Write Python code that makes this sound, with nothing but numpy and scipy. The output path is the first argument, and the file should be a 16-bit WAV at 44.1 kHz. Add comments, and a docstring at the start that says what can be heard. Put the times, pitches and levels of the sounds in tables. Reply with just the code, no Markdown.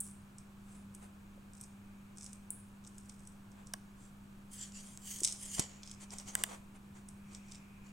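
"""A kitten wrestles a rattling toy mouse and a hollow plastic ball on a paper pad in a fabric playpen.
Fur and paws rub the pad in strokes, and each shake sends the toy's beads tumbling against its shell.
Claws snap off the ball and make its wall ring; one pounce lands with a thump and a crunch of paper.
A few sharp ticks ring out. Under it all lies a quiet room with a mains hum and a faint hiss.
Everything is heard through two close microphone ports (small openings) just above the pen."""
import sys
import numpy as np
from scipy import signal
from scipy.fft import rfft, irfft
from scipy.io import wavfile
from scipy.ndimage import uniform_filter1d

SR = 44100
rng = np.random.default_rng(int(sys.argv[2]) if len(sys.argv) > 2 else 0)


def put_to_file(sound):
    """Save the sound as 16-bit audio at rate SR, in the file named by the first command-line argument."""
    columns = np.atleast_2d(sound).T  # one column per channel
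    safe = np.clip(columns, -1, 1)
    whole_steps = np.round(safe * 32767)
    wavfile.write(sys.argv[1], SR, whole_steps.astype(np.int16))


N = 349272

# Tone of the room's air and of its low rumble: (frequency [Hz], relative level [dB])
AIR_TONE = [(12, -38), (20, -8), (66, -14), (140, -10), (171, -15), (202, 5), (232, -22), (372, -23),
            (404, -33), (725, -32), (1070, -29), (2330, -37), (5090, -48), (7950, -46), (10500, -50),
            (15500, -52)]
RUMBLE_TONE = [(15, 3.5), (30, 0), (60, -1.5), (100, -2.5), (140, -0.5), (200, -5.5), (290, -7.5),
               (400, -8), (520, -4)]
# Bumps and dips in the air's tone: (frequency [Hz], width [Hz], gain [dB])
AIR_BUMPS = [(1130, 900, -0.5), (1980, 420, -5), (6720, 100, 8.5), (8100, 770, 2.5)]
# How alike left and right are, for air and for contacts: (frequency [Hz], likeness [-1 to 1])
AIR_LIKENESS = [(60, 1), (200, 0.88), (330, 0.35), (640, 0.26), (1400, 0.12), (3100, 0.047), (6800, 0.81),
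                (15000, 1)]
CONTACT_LIKENESS = [(200, 0.96), (640, -0.33), (1400, -0.0079), (3100, 0.48), (6800, 0.83), (15000, 0.84)]
# Tones of the hum: (frequency [Hz], level [dB])
HUM_TONES = [(100, -68), (200, -56.5), (371, -84)]
# Rise and fall of the hiss: (time [s], level [dB])
HISS_LEVELS = [(0, -87), (2.3, -75.5), (3.2, -93), (5.9, -71), (7.0, -82), (7.4, -68), (7.92, -70.5)]
# Sharp, bright ticks: (time [s], peak level [dB])
TICK_HITS = [(0.0037, -23.5), (0.0082, -24.5), (2.5049, -23)]
# Tone of a tick: (frequency [Hz], relative level [dB])
TICK_TONE = [(2000, -41), (5000, -32.5), (7000, -15), (8300, -2), (9200, 5.5), (9900, -0.5), (11000, -10.5),
             (13000, -21), (13900, -19), (15700, -15.5)]
# Shakes of the toy: (start [s], length [s], level [dB], favoured frequency [Hz])
TOY_SHAKES = [(0.02, 0.095, -59.5, 9600), (1.524, .13, -64, 7700), (2.15, .16, -59, 7800),
              (2.836, 0.044, -62.5, 6100), (2.911, 0.43, -71.5, 8300), (5.222, 0.095, -48.5, 6300),
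              (5.819, .14, -61.5, 5800), (7.32, 0.036, -76, 5570), (7.478, 0.11, -63, 5700)]
# Where the toy's shell rings: (frequency [Hz], width [Hz], relative level [dB])
SHELL_RINGS = [(2260, 200, -7), (3530, 710, -8), (5290, 420, -4.5), (5900, 700, -5.5), (7130, 1400, -7),
               (8280, 520, -1), (9240, 860, -8.5), (10100, 450, -9.5), (11400, 1400, -14.5),
               (15000, 1200, -22)]
# Single hard knocks of a bead: (time [s], relative level [dB], favoured frequency [Hz])
BEAD_KNOCKS = [(0.3838, -52, 7950), (0.949, -50.5, 10500), (1.612, -46.5, 10300), (1.638, -52, 8140),
               (2.1834, -50.5, 7040), (2.2102, -51, 7200), (2.243, -49, 9000), (2.263, -47, 6800),
               (2.331, -49, 9100), (2.8744, -52.5, 8150), (2.9818, -52, 9200), (3.0952, -51, 7900),
               (3.0975, -57, 3400), (3.273, -51.5, 8800), (3.5173, -64.5, 7000), (3.6699, -54, 7060),
               (4.7209, -56, 6300), (5.1865, -46, 7900), (5.205, -39.5, 8300), (5.2339, -30.5, 7500),
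               (5.2407, -32, 8700), (5.2475, -25, 7000), (5.252, -33.5, 6400), (5.2751, -34.5, 6500),
               (5.2835, -39, 5600), (5.3242, -38.5, 7400), (5.8327, -49.5, 3740), (5.875, -50, 5650),
               (5.9134, -46, 6240), (6.106, -50, 5460), (6.1846, -42.5, 7650), (6.1985, -48.5, 5560),
               (7.087, -50.5, 9000), (7.3332, -61, 6700), (7.3484, -47.5, 5750), (7.52, -50.5, 6300),
               (7.5554, -56, 5760)]
# Strokes of fur and paws: (fastest moment [s], rise [s], fall [s], relative level [dB],
# extra body from pressure [dB], extra fizz from the edge [dB], favoured frequency [Hz])
PAW_STROKES = [(0.74, 0.13, 0.13, -65.5, 10, 0, 9400), (1.035, 0.04, 0.068, -64.5, 16, 8, 9000),
               (3.6, 0.081, .07, -76, 26, 1, 7600), (4.04, 0.11, .1, -66.5, 1, -5, 8300),
               (4.535, .032, 0.11, -53.5, -16, 10, 8500), (4.632, 0.091, .08, -48.5, -7, -1, 6950),
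               (4.765, 0.042, .08, -52.5, -10, -7, 6160), (4.87, 0.19, .17, -57.5, 4, 4, 8000),
               (5.115, 0.11, 0.16, -45.5, -7, 12, 7900), (5.29, 0.17, 0.13, -55.5, 9, 9, 6000),
               (5.44, 0.086, 0.14, -47, -3.5, 1, 9000), (5.55, .06, 0.086, -43.5, -8, 6, 7060),
               (5.581, 0.011, 0.034, -49.5, 16.5, -3, 6900), (5.606, 0.068, 0.085, -45, 6, -8, 6100),
               (5.71, 0.087, 0.17, -61.5, 9, -7, 5070), (6.024, 0.033, 0.036, -52, 9, 0, 7000),
               (6.13, 0.024, 0.046, -50.5, 11, 3, 6500), (6.205, 0.072, 0.047, -58, 13.5, 9, 5750),
               (6.286, 0.036, 0.057, -51, 9.5, 5, 6550), (6.41, 0.11, .08, -52, 14.5, 5, 7100),
               (6.524, 0.072, 0.067, -54.5, 18.5, 10, 6700), (6.755, .025, 0.041, -69, 20, -1, 8200),
               (6.965, 0.028, 0.07, -67, 17.5, 2, 7100), (7.345, 0.095, 0.065, -63, 12, -10, 6400),
               (7.52, 0.14, 0.092, -68, 8, -10, 6140), (7.879, 0.061, 0.048, -66.5, 3, -9.5, 5170)]
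# Tone of a stroke's low body and of its high fizz: (frequency [Hz], relative level [dB])
BODY_TONE = [(150, -6), (350, 11.5), (750, 16), (1300, 12.5), (2000, 7), (3000, 4), (5000, -18.5)]
FIZZ_TONE = [(7000, -47), (10000, -24), (12000, -2), (13500, -6), (14700, -10), (16000, -1)]
# Where the rubbed paper rings: (base frequency [Hz], width [Hz], relative level [dB])
PAPER_RINGS = [(1940, 700, -3), (3120, 590, 0), (5030, 680, -3.5), (6270, 940, 0), (7250, 860, 2),
               (8160, 1570, 4), (9320, 850, -9)]
# Paws and toy landing; a fade time, here and below, is the time it takes to drop 60 dB:
# (time [s], level [dB], pitch [Hz], fade time [s], phase between the ports [rad])
FLOOR_THUMPS = [(1.376, -50.5, 545, 0.034, .5), (5.2174, -35, 350, 0.028, 0.11),
                (5.5927, -28.5, 139, 0.033, .2), (5.5938, -16.5, 320, 0.014, 2.14)]
# The pad crunching under the pounce: (time [s], peak level [dB], fade time [s])
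PAD_CRUNCHES = [(5.595, -17, 0.038)]
# Tone of the crunch: (frequency [Hz], relative level [dB])
CRUNCH_TONE = [(200, 4), (700, -5.0), (1400, -11.5), (2400, -11.5), (4000, -9.0), (7500, 3.5),
               (10000, -5), (15000, -25)]
# Claws slipping off the ball: (time [s], level [dB], snap pitch [Hz], gain of wall rings below
# 8 kHz [dB], length [factor], wall pitch that this spot favours [Hz])
CLAW_SNAPS = [(3.7365, -27.5, 5780, -3, 0.87, 800), (3.7378, -25.5, 8900, 0.5, 0.9, 1050),
              (4.9745, -30, 7260, -6, 0.42, 806), (6.3524, -13.5, 8070, -7, 0.91, 1920),
              (6.4374, -13, 8700, -2.5, 0.78, 2530)]
# Where the ball's wall rings: (pitch [Hz], relative level [dB], base fade time [s])
BALL_RINGS = [(698, -15.5, 0.02), (1097, -18, 0.025), (1647, -8.5, 0.012), (1915, -19.5, 0.021),
              (2956, -11, .01), (3470, -11, 0.009), (4830, -13, 0.01), (5800, -11, 0.0083),
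              (11000, -11.5, 0.0047), (13200, -7, 0.0035), (15200, -5, 0.0025)]
# The room's echo: (frequency [Hz], fade time [s])
ECHO_FADES = [(300, 0.77), (1500, 0.45), (4000, 0.44), (9000, 0.43), (15000, 0.31)]
# Faint, long ringing around the pen: (pitch [Hz], gain [dB], fade time [s])
PEN_RINGS = [(6780, -68, 1), (8130, -69, 1.2)]
# How much louder the left port is than the right: (frequency [Hz], difference [dB])
PORT_BALANCE = [(200, -0.12), (1000, -0.81), (2800, 0.99), (5500, -1.2), (10000, -0.24), (14000, 1.0)]

BEAD_FADE_S = 0.02


def amp(db):
    """Turns decibels into a number to multiply by."""
    return 10 ** (np.asarray(db) / 20)


def evened(x):
    """Scales a signal to an average (rms) strength of 1."""
    return x / np.sqrt(np.mean(x ** 2) + 1e-20)


def read(points, hz):
    """Reads between a table's rows, with frequency spaced in octaves."""
    f, value = np.transpose(points)
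    return np.interp(np.log(hz + 1), np.log(f + 1), value)


def bins(size):
    """The frequencies in a spectrum of this many samples."""
    return np.fft.rfftfreq(size, 1 / SR)


def add(mix, s, sound):
    """Mixes in a stereo sound at s seconds."""
    part = mix[:, max(round(s * SR), 0):][:, :sound.shape[1]]
    part += sound[:, :part.shape[1]]


def ports(pair, likeness):
    """Blends two unrelated noises into a left and a right that are partly alike."""
    a, b = rfft(pair)
    shared = np.clip(read(likeness, bins(pair.shape[1])), -1, 1)
    return irfft(np.array([a, shared * a + np.sqrt(1 - shared ** 2) * b]), pair.shape[1])


def colour(x, db):
    """Shapes the tone with gains in dB at evenly spaced frequencies."""
    cepstrum = irfft(np.log(amp(np.maximum(db, -100))))
    size = len(cepstrum)
    cepstrum[1:size // 2] *= 2  # folded so that ringing follows a hit and never leads it
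    cepstrum[size // 2 + 1:] = 0
    response = irfft(np.exp(rfft(cepstrum)))
    return signal.oaconvolve(x, response[None], axes=1)[:, :x.shape[1]]


def burst(fade_s, crack, size=2048):
    """One sharp contact, then a quickly dying scatter of smaller ones."""
    t = np.arange(size) / SR
    pair = ports(rng.standard_normal((2, size)), CONTACT_LIKENESS) * amp(-60 * t / fade_s)
    pair[:, 1] += crack
    return pair


def peaked(x, db):
    """Scales a sound to a peak level."""
    return x * amp(db) / abs(x.mean(0)).max()


def drift(size):
    """A random wobble that changes over this many samples."""
    return evened(uniform_filter1d(rng.standard_normal(N), size=size))


def background(air_db=-65, rumble_db=-59, split_hz=380., waver_db=-1.2):
    """Room air, low rumble and the gently wavering hum of a mains appliance."""
    f, t = bins(N), np.arange(N) / SR
    bumps_db = sum(db * np.exp(-((f - hz) / width * 2) ** 2) for hz, width, db in AIR_BUMPS)
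    highs = f ** 6 / (f ** 6 + split_hz ** 6)
    air_noise = rfft(ports(rng.standard_normal((2, N)), AIR_LIKENESS))
    air = evened(irfft(air_noise * amp(read(AIR_TONE, f) + bumps_db) * highs, N))
    rumble_noise = rfft(ports(rng.standard_normal((2, N)), AIR_LIKENESS))
    rumble = evened(irfft(rumble_noise * amp(read(RUMBLE_TONE, f)) * (1 - highs), N))
    waver = amp(waver_db * drift(size=12000))
    hum = sum(amp(db) * np.sqrt(2) * np.sin(2 * np.pi * (hz * t + rng.random())) for hz, db in HUM_TONES)
    return amp(air_db) * air + amp(rumble_db) * rumble + waver * hum


def hiss(hz=2420, width_hz=280):
    """A narrow band of room noise swells and fades."""
    tone_db = -20 * np.log10(1 + ((bins(1024) - hz) / width_hz) ** 2)
    band = evened(colour(ports(rng.standard_normal((2, N)), AIR_LIKENESS), tone_db))
    return band * amp(np.interp(np.arange(N) / SR, *np.transpose(HISS_LEVELS)))


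def ticks(fade_s=0.018, crack=5.1):
    """Hard little contacts sing near 9 kHz."""
    out = np.zeros((2, N))
    for s, db in TICK_HITS:
        tick = colour(burst(fade_s, crack), read(TICK_TONE, bins(512)))
        add(out, s, peaked(tick, db))
    return out


def shell_tone(hz, spread_hz=4000, limit_db=15):
    """The tone of the toy's shell in dB; each spot that is hit favours its own frequencies."""
    f = bins(512)
    power = sum(amp(db) ** 2 / (1 + ((f - ring) / width) ** 2) ** 2 for ring, width, db in SHELL_RINGS)
    return 10 * np.log10(power) - np.minimum(10 * ((f - hz) / spread_hz) ** 2, limit_db)


def toy_shakes(hits_per_s=120, uneven_db=16, crack=1.2, arch=0.41, count=60):
    """A shake swells and fades; its beads graze the shell at uneven moments and with uneven force."""
    out = np.zeros((2, N))
    for start, length, db, hz in TOY_SHAKES:
        contacts = np.zeros((2, SR))
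        for k, (late, soft) in enumerate(rng.random((count, 2))):
            s = (k + late) / hits_per_s
            swell = np.sin(np.pi * s / length) ** arch if s < length else 0
            add(contacts, s, swell * amp(-uneven_db * soft) * burst(BEAD_FADE_S, crack, size=512))
        add(out, start, amp(db) * np.sqrt(length) * evened(colour(contacts, shell_tone(hz))))
    return out


def bead_knocks(gain_db=1.5, tumble_db=-22, crack=4., lead_s=.009, trail_s=.028, count=14):
    """A bead hits the shell; the other beads tumble more softly just before and after it."""
    out = np.zeros((2, N))
    for s, db, hz in BEAD_KNOCKS:
        tone_db = shell_tone(hz)
        knock = colour(burst(BEAD_FADE_S, crack), tone_db)
        attack = np.sqrt(np.mean(knock[:, :SR // 250] ** 2))  # strength of the first 4 ms
        add(out, s, amp(db + gain_db) * knock / attack)
        others = np.zeros((2, 4096))
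        for when, soft in rng.random((count, 2)):
            add(others, when * (lead_s + trail_s), amp(-7 * soft) * burst(BEAD_FADE_S, crack, size=512))
        others_db = db + tumble_db - 0.31 * max(db + 48, 0)  # they gain less from a hard shake
        add(out, s - lead_s, amp(others_db) * evened(colour(others, tone_db)))
    return out


def strokes(end_db=-22, arch=1.84):
    """Strokes swell, fade and overlap. Gives the gains of rub, body and fizz, and the favoured Hz."""
    t = np.arange(0, N, 64) / SR
    s, rise, fall, db, press, edge, hz = np.transpose(PAW_STROKES)[:, :, None]
    from_peak = np.minimum(np.maximum((s - t) / rise, (t - s) / fall), 2)
    power = amp(db + end_db * from_peak ** arch) ** 2
    gains = [np.sqrt((power * share ** 2).sum(0)) for share in (1, amp(press), amp(edge))]
    favoured_hz = (power * hz).sum(0) / power.sum(0)
    return [np.interp(np.arange(N) / SR, t, curve) for curve in gains + [favoured_hz]]


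def rubbing(paper_db=-5.5, body_db=-13, fizz_db=-17, catches_per_s=2500, flutter_db=1.7, spread_hz=3000):
    """Thousands of fibres catch and slip on the paper; pressure adds body, its edge adds fizz."""
    speed, press, edge, favoured_hz = strokes()
    catch_sizes = amp(-1.5 * np.minimum(rng.exponential(1, N), 4))
    catches = catch_sizes * (rng.random(N) < catches_per_s / SR)
    slips = ports(rng.standard_normal((2, N)) * (catches + 0.94), CONTACT_LIKENESS)
    out = press * amp(body_db) * evened(colour(slips, read(BODY_TONE, bins(1024))))
    out += edge * amp(fizz_db) * evened(colour(slips, read(FIZZ_TONE, bins(1024))))
    tension = (favoured_hz / 7600) ** 0.24  # paper pulled taut rings higher
    for hz, width, db in PAPER_RINGS:
        wander = 1 + 0.035 * drift(size=3000)
        band = evened(resonate(slips, hz * tension * wander, width))
        # the moving contact brings out the rings near its favoured frequency
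        out += speed * band * amp(paper_db + db) / np.sqrt(1 + ((hz - favoured_hz) / spread_hz) ** 2)
    return out * amp(flutter_db * drift(size=400))


def resonate(x, hz, width):
    """A ring whose pitch moves: shift that pitch down to zero, smooth twice, then shift back."""
    turn = np.exp(2j * np.pi * np.cumsum(hz) / SR)
    r = np.exp(-np.pi * width / SR)
    return (turn * signal.sosfilt([[(1 - r) ** 2, 0, 0, 1, -2 * r, r ** 2]], x * turn.conj())).real


def landings(rise_s=0.0012):
    """A soft weight pushes the floor, puffs air past the ports and crunches the paper."""
    out, t = np.zeros((2, N)), np.arange(4096) / SR
    onset = 1 - np.exp(-(t / rise_s) ** 2)
    for s, db, hz, fade_s, port_phase in FLOOR_THUMPS:
        swing = np.sin(2 * np.pi * hz * t + port_phase * np.array([[-.5], [.5]]))
        add(out, s, amp(db - 60 * t / fade_s) * onset * swing)
    for s, db, fade_s in PAD_CRUNCHES:
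        crunch = colour(burst(fade_s, crack=2.4), read(CRUNCH_TONE, bins(512)))
        add(out, s, peaked(crunch, db))
    return out


def ball_snaps(snap_s=0.00023, wall_lag_s=0.00063, favour_db=9, favour_octaves=0.68):
    """A claw slips off with a short, bright snap; slower bending waves then ring the ball's wall."""
    out, t = np.zeros((2, N)), np.arange(2048) / SR
    hardest_db = max(row[1] for row in CLAW_SNAPS)
    for s, db, snap_hz, wall_db, length, spot_hz in CLAW_SNAPS:
        progress = t / (snap_s * length)
        sound = progress * np.exp(1 - progress) * np.sin(2 * np.pi * snap_hz * t) * np.ones((2, 1))
        for (hz, ring_db, fade_s), detune in zip(BALL_RINGS, rng.standard_normal(len(BALL_RINGS))):
            age = np.maximum(t - wall_lag_s * min(2000 / hz, 1), 0)  # low rings arrive last
            port_phase = 0.82 * min(1500 / hz, 1) * np.array([[-1], [1]])
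            phase = 2 * np.pi * hz * (1 + 0.006 * detune) * age + port_phase
            # only a hard snap brings out the highest rings
            drive_db = wall_db if hz < 8000 else 0.29 * (db - hardest_db)
            spot_db = favour_db * np.exp(-(np.log2(hz / spot_hz) / favour_octaves) ** 2)
            level_db = drive_db + ring_db + spot_db - 60 * age / (fade_s * length)
            sound += amp(level_db) * np.sin(phase) * (1 - np.exp(-age * hz))
        add(out, s, amp(db) * sound)
    return out


def room_echo(x, gap_s=0.0014):
    """Sound bounces back from the room after a short gap, each frequency fading at its own speed."""
    noise = ports(rng.standard_normal((2, SR // 2)), CONTACT_LIKENESS)
    hz, t, bands = signal.stft(noise, SR, nperseg=256)
    tail = signal.istft(bands * amp(-60 * t / read(ECHO_FADES, hz)[:, None]), SR, nperseg=256)[1]
    tail *= 1 - np.exp(-(np.arange(tail.shape[1]) / SR / gap_s) ** 2)
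    return signal.oaconvolve(x, tail / np.linalg.norm(tail[0]), axes=1)[:, :N]


def pen_ringing(x):
    """Parts of the pen pick up the sound and ring on faintly."""
    t = np.arange(SR) / SR
    ring = sum(amp(db - 60 * t / fade_s) * np.sin(2 * np.pi * hz * t) for hz, db, fade_s in PEN_RINGS)
    return signal.oaconvolve(x, ring[None], axes=1)[:, :N]


def scene():
    """The kitten's play up close, with the room behind it."""
    beads = bead_knocks() + toy_shakes()
    tick, snaps, thumps, rub = ticks(), ball_snaps(), landings(), rubbing()
    echo = room_echo(amp(-10) * beads + amp(-7) * tick + amp(-20) * snaps
                     + amp(-32) * thumps + amp(-14) * rub)
    return beads + tick + snaps + thumps + rub + echo + pen_ringing(beads + rub) + background() + hiss()


def record(dry, cutoff_hz=15950):
    """Each port has a slightly different tone, and the very highest treble is cut off."""
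    balance = amp(read(PORT_BALANCE, bins(N)) * np.array([[.5], [-.5]]))
    heard = irfft(rfft(dry) * balance, N)
    treble_cut = signal.firwin(511, cutoff_hz, window=("kaiser", 9), fs=SR)
    return signal.oaconvolve(heard, treble_cut[None], "same")


dry = scene()
out = record(dry)
put_to_file(out)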